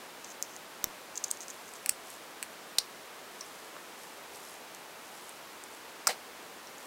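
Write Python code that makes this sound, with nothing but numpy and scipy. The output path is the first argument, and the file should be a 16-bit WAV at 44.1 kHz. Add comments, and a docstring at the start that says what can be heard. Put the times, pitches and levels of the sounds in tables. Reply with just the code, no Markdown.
"""In a small room, gloved hands press a tiny plastic toy together close by, then set it on a table. Pegs and
catches snap home and ring for a millisecond or two, and edges stick and slip in small creaks. A few dull low
thumps sound now and then, close on the loudest snaps. The cloth gloves brush faintly over the plastic. The toy
lands with a clack and skids to rest. The room echoes briefly over a steady hiss."""
import sys
import numpy as np
from scipy import signal
from scipy.fft import rfft, irfft
from scipy.io import wavfile

SR = 44100
rng = np.random.default_rng(int(sys.argv[2]) if len(sys.argv) > 2 else 0)


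def generate_wav(signal):
    """Clip the signal to [-1, 1] and save it as 16-bit WAV at the path in sys.argv[1]."""
    frames = np.transpose(np.atleast_2d(signal))
    scaled = np.clip(frames, -1, 1) * 32767
    pcm = np.round(scaled).astype(np.int16)
    wavfile.write(sys.argv[1], SR, pcm)


N = 302526
TIME = np.arange(N) / SR
CONTACT_SAMPLES = 1024


def undb(db):
    """Turn decibels into a number to multiply by."""
    return 10 ** (np.asarray(db) / 20)


def colour(x, points):
    """Shape a sound's bass and treble along a curve of (f/Hz, level/dB); the result has rms 1."""
    hz, db = np.transpose(points)
    bins_hz = np.maximum(np.fft.rfftfreq(len(x), 1 / SR), 1)
    gain = undb(np.interp(np.log(bins_hz), np.log(hz), db))
    shaped = irfft(rfft(x) * gain, len(x))
    return shaped / np.std(shaped)


def lowpass(x, hz):
    """Cut the treble steeply above hz."""
    return signal.sosfilt(signal.ellip(8, .2, 70, hz, fs=SR, output="sos"), x)


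def add(track, s, sound):
    """Mix a short sound into a track at s seconds."""
    start = int(s * SR)
    track[start:start + len(sound)] += sound[:len(track) - start]


# The tone of the hiss, from bass to treble: f/Hz, level/dB
HISS_TONE = [(15, -57), (25, -21), (49, -32), (76, -16.5), (111, -16.5), (185, -7), (242, -5), (285, -4.5),
             (317, -2.5), (416, -1), (962, -1.5), (2160, -6.5), (5000, -13), (14000, -19.5), (16000, -22)]

def hiss(level_db=-48):
    """Room air and microphone noise make a steady hiss."""
    return undb(level_db) * colour(rng.standard_normal(N), HISS_TONE)


# The notes each part rings with (a wider note dies sooner): f/Hz, width/Hz, level/dB
PART_NOTES = { "shell": [(4200, 300, -20), (5100, 260, -18), (6350, 430, 0), (7260, 690, 0.5),
              (8300, 490, -11), (10800, 650, -13), (13900, 820, -12)], "peg": [(1220, 1200, -12),
              (3700, 300, -22.5), (5400, 530, -9.5), (6140, 850, -4), (7600, 560, -9), (13500, 580, -5),
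              (13200, 500, -0.5), (15400, 700, -5)], "rim": [(5160, 500, -19), (6540, 740, -4.5),
              (7670, 440, -7), (8350, 610, -0.5), (9740, 590, -10), (13600, 1400, -9)],
              "catch": [(1720, 380, -9.5), (2350, 350, -6), (2900, 260, -10.5), (4280, 330, -11),
              (5580, 460, -7.5), (8050, 510, 3.5), (9760, 680, 0.5), (11100, 540, -4), (12300, 590, -11),
              (14000, 690, -6), (15500, 900, -7.5)], "body": [(450, 760, -24), (1180, 340, -16),
              (2360, 490, -20), (4060, 300, -4.5), (4450, 380, -1.5), (5600, 480, 1), (5900, 400, -2),
              (7060, 340, -10), (7800, 440, -10), (8700, 380, -10.5), (11300, 1500, -14),
              (14000, 950, -16)], "tab": [(4100, 400, -12), (5370, 340, -5), (5840, 310, -4),
              (8400, 700, -10)], "table": [(594, 140, -17), (1100, 190, -6.5), (1380, 170, -6),
              (2380, 350, -11.5), (5140, 290, -3.5), (5600, 400, 0), (6100, 360, -3), (7240, 270, -4.5),
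              (8130, 310, -7.5), (9130, 550, -4.5), (11900, 950, -4), (14800, 1400, -9)], }
# Each part's surface crack and its share sent into the room: crack level/dB, room level/dB
PART_CRACK_AND_ROOM = {"shell": (-35, -16.5), "peg": (-25, -21), "rim": (-33, -20), "catch": (-27, -17.5),
                       "body": (-24, -17), "tab": (-28, -13.5), "table": (-32, -17)}

def strike(part, tilt_db, pitch_scatter=0.0059, contact_s=0.000081, crack_s=0.0019):
    """One contact, peak near 1: the part rings and its rough surface gives a tiny crack."""
    t = np.arange(CONTACT_SAMPLES) / SR
    hz, width_hz, db = np.transpose(PART_NOTES[part])[:, :, None]
    crack_db, _ = PART_CRACK_AND_ROOM[part]
    hz = hz * (1 + pitch_scatter * rng.standard_normal(hz.shape))  # the grip shifts the notes a little
    gain = undb(db + tilt_db * np.log2(hz / hz.mean()))  # more tilt per octave sounds brighter
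    phase = rng.uniform(0, 2 * np.pi, hz.shape)
    notes = gain * np.exp(-np.pi * width_hz * t) * np.sin(2 * np.pi * hz * t + phase)
    ring = notes.sum(axis=0) / np.linalg.norm(gain)
    crack = undb(crack_db) * np.exp(-t / crack_s) * rng.standard_normal(len(t))
    onset = 1 - np.exp(-(t / contact_s) ** 2)
    bass_cut = signal.butter(3, 380, "high", fs=SR, output="sos")  # small parts give off almost no bass
    return signal.sosfilt(bass_cut, onset * (ring + crack))


# Parts that rattle as they snap in or land:
# t/s, first level/dB, tilt/(dB per octave), part, number of contacts, gap/s, change per contact/dB
RATTLING_SNAPS = [ (0.245, -25.5, -4, "shell", 2, .0027, -6), (1.1752, -19, -4, "shell", 3, 0.0015, 0),
                  (1.2399, -17, -3, "shell", 3, 0.002, 1.5), (1.5025, -24.5, 2, "shell", 2, .005, -3),
                  (1.8928, -6, 2, "catch", 2, .0019, 1), (2.4276, -15.5, -0.5, "catch", 2, .0063, -9.5),
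                  (2.7851, -2, 3.5, "body", 3, .0024, -8), (3.409, -24, 2, "tab", 2, 0.0022, -1.5),
                  (6.0709, -3.5, 0, "table", 3, .0032, -2), ]
# Parts that touch just once: t/s, level/dB, tilt/(dB per octave), part
SINGLE_TAPS = [ (0.4255, -11.5, 5.5, "shell"), (0.5643, -28, 4, "shell"), (.8420, -3.5, -3, "peg"),
               (1.1563, -23.5, -4, "shell"), (1.2822, -28, -2, "shell"), (1.3130, -6, -2, "rim"),
               (1.3723, -30, 0, "shell"), (1.4061, -28, 3, "shell"), (1.4826, -25, -3, "shell"),
               (1.7376, -28, -8, "rim"), (1.8608, -12.5, -0.5, "catch"), (2.1026, -30, 1, "catch"),
               (2.784, -13.5, -6, "body"), (3.766, -33, -8, "table"), (4.3473, -34, 3, "body"),
               (4.7482, -29.5, 8, "shell"), (5.2938, -27, 3, "rim"), (5.6385, -29, 6, "rim"),
               (6.6718, -33, 0, "tab"), (6.782, -31.5, -2, "shell"), ]

def clicks(bounce_tilt_db=1):
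    """Parts tap, snap home and land; returns the direct sound and the share sent into the room."""
    direct, to_room = np.zeros(N), np.zeros(N)
    contacts = list(SINGLE_TAPS)
    for s, db, tilt_db, part, count, gap_s, change_db in RATTLING_SNAPS:
        for k in range(count):  # each further contact is shorter and so brighter
            contacts.append((s + k * gap_s, db + k * change_db, tilt_db + k * bounce_tilt_db, part))
    for s, db, tilt_db, part in contacts:
        click = undb(db) * strike(part, tilt_db)
        _, room_db = PART_CRACK_AND_ROOM[part]
        add(direct, s, click)
        add(to_room, s, undb(room_db) * click)
    return direct, to_room


# The tone of the room's echo: f/Hz, level/dB
ECHO_TONE = [(200, -8), (650, -4), (1400, -9), (3000, -1.5), (4400, 0.5), (5700, 4), (7200, -4), (8700, 0),
             (12000, -4), (16000, -6)]
# Hollow notes that outlast the echo: f/Hz, level against the echo/dB, time to fade by 60 dB/s
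HOLLOW_NOTES = [(580, -30, .32), (726, -34, .26)]

def room(x, fade_60db_s=0.15, delay_s=0.0036):
    """Nearby surfaces throw back an echo that dies quickly; two hollow notes linger."""
    t = np.arange(SR // 2) / SR
    echo = colour(rng.standard_normal(len(t)), ECHO_TONE) * undb(-60 * t / fade_60db_s)
    hollow = sum(undb(db - 60 * t / ring_s) * np.sin(2 * np.pi * hz * t)
                 for hz, db, ring_s in HOLLOW_NOTES)
    answer = (echo + hollow) * (t > delay_s)
    return signal.fftconvolve(x, answer / np.linalg.norm(answer))[:N]


# Edges dragging over each other: t/s, length/s, level of a typical slip/dB
EDGE_DRAGS = [(0.253, .045, -44), (0.303, .019, -32), (0.434, .014, -42), (0.495, .065, -45),
              (1.16, .022, -34), (1.246, .014, -42), (1.305, .006, -26.5), (1.323, .025, -42),
              (1.406, .034, -32), (1.489, .024, -40), (1.675, .02, -41), (1.75, .02, -40.5)]

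def creaks(slip_gap_s=.0024, uneven_db=3):
    """Edges stick and slip, making uneven runs of tiny contacts on the toy's shell."""
    out = np.zeros(N)
    for start_s, length_s, db in EDGE_DRAGS:
        gaps = rng.uniform(.5, 1.5, 32)
        lags_s = slip_gap_s * (np.cumsum(gaps) - gaps[0])
        levels_db = db + uneven_db * rng.standard_normal(len(gaps))
        for lag_s, slip_db in zip(lags_s, levels_db):
            slip = strike("shell", tilt_db=-1)
            if lag_s < length_s:
                add(out, start_s + lag_s, undb(slip_db) * slip)
    return out


# Dull low thumps, each close on a loud snap: t/s, level/dB, rise time/s
LOW_THUMPS = [(.8422, -29.5, 0.00038), (.8705, -41, 0.00073), (1.8945, -59, 0.0018), (1.9182, -51, .0012),
              (2.7853, -41, 0.00055)]

def thumps(tail_db=-17, tail_s=0.0083):
    """Each thump rises in a quick push, then a slower, softer swell follows."""
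    out = np.zeros(N)
    t = np.arange(2 * CONTACT_SAMPLES) / SR
    for peak_s, db, rise_s in LOW_THUMPS:
        push = (t / rise_s * np.exp(1 - t / rise_s)) ** 2
        tail = undb(tail_db) * t / tail_s * np.exp(1 - t / tail_s)
        add(out, peak_s - rise_s, undb(db) * (push + tail))
    return signal.sosfilt(signal.butter(1, 25, "high", fs=SR, output="sos"), out)


def friction(pressure, tone, uneven_db):
    """Countless tiny, uneven contacts blur into a rubbing noise that grows with pressure."""
    grains = np.repeat(rng.standard_normal(N // 64 + 1), 64)[:N]  # a new size about every 1.5 ms
    rough_noise = rng.standard_normal(N) * undb(uneven_db * grains)
    return pressure * colour(rough_noise, tone)


# Strokes of the gloves: middle t/s, length/s, level/dB
GLOVE_STROKES = [(1.65, .7, -63), (2.103, 0.22, -55), (3.5, 0.58, -61), (4.026, .25, -60),
                 (4.355, 0.12, -54.5), (4.484, 0.26, -54.5), (5.19, .5, -59), (5.74, .1, -61),
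                 (6.83, .15, -60)]
# The tone of cloth on plastic: f/Hz, level/dB
GLOVE_TONE = [(2500, -13), (5000, -3), (7200, -1), (8400, 0.5), (9400, -9), (11000, 1), (12500, -8),
              (16000, -20)]

def gloves(grip_db=-67.5, flutter_hz=87, flutter_depth=.45):
    """Cloth brushes the plastic in strokes that swell and fade, with a fine, fast flutter."""
    strokes = sum(undb(db) * np.cos(np.pi * np.clip((TIME - middle_s) / length_s, -.5, .5)) ** 2
                  for middle_s, length_s, db in GLOVE_STROKES)
    pressure = undb(grip_db) + strokes  # the gloves never lie quite still
    flutter = 1 + flutter_depth * np.sin(2 * np.pi * flutter_hz * TIME)
    return friction(pressure * flutter, GLOVE_TONE, uneven_db=4)


# The tone of the toy sliding on the table: f/Hz, level/dB
SKID_TONE = [(100, -37), (180, -6.5), (340, -20), (490, 0), (750, 1.5), (1000, -11), (1600, -9),
             (2150, -2.5), (3300, -12.5), (4200, -5), (5800, -16), (9500, -16), (16000, -26)]

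def skid(start_s=6.078, level_db=-31, rise_s=0.016, hold_s=.011, fade_db_per_s=560):
    """The landed toy digs in, slides briefly and slows to rest."""
    age_s = TIME - start_s
    digging_in = np.clip(age_s / rise_s, 0, 1)
    slowing_s = np.maximum(age_s - rise_s - hold_s, 0)
    pressure = digging_in * undb(level_db - fade_db_per_s * slowing_s)
    return friction(pressure, SKID_TONE, uneven_db=2)


def scene(slides_to_room_db=-16):
    """Mix plastic, gloves and hiss into one channel; the clicks, creaks and skid also echo."""
    direct_clicks, clicks_to_room = clicks()
    slides = creaks() + skid()
    echo = room(clicks_to_room + undb(slides_to_room_db) * slides)
    soft_sounds = lowpass(slides + echo + gloves() + hiss(), hz=15700)
    return (direct_clicks + thumps() + soft_sounds)[None]


def record(dry):
    """Cut the very highest treble from the whole mix."""
    return lowpass(dry, hz=16500)


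dry = scene()
out = record(dry)
generate_wav(out)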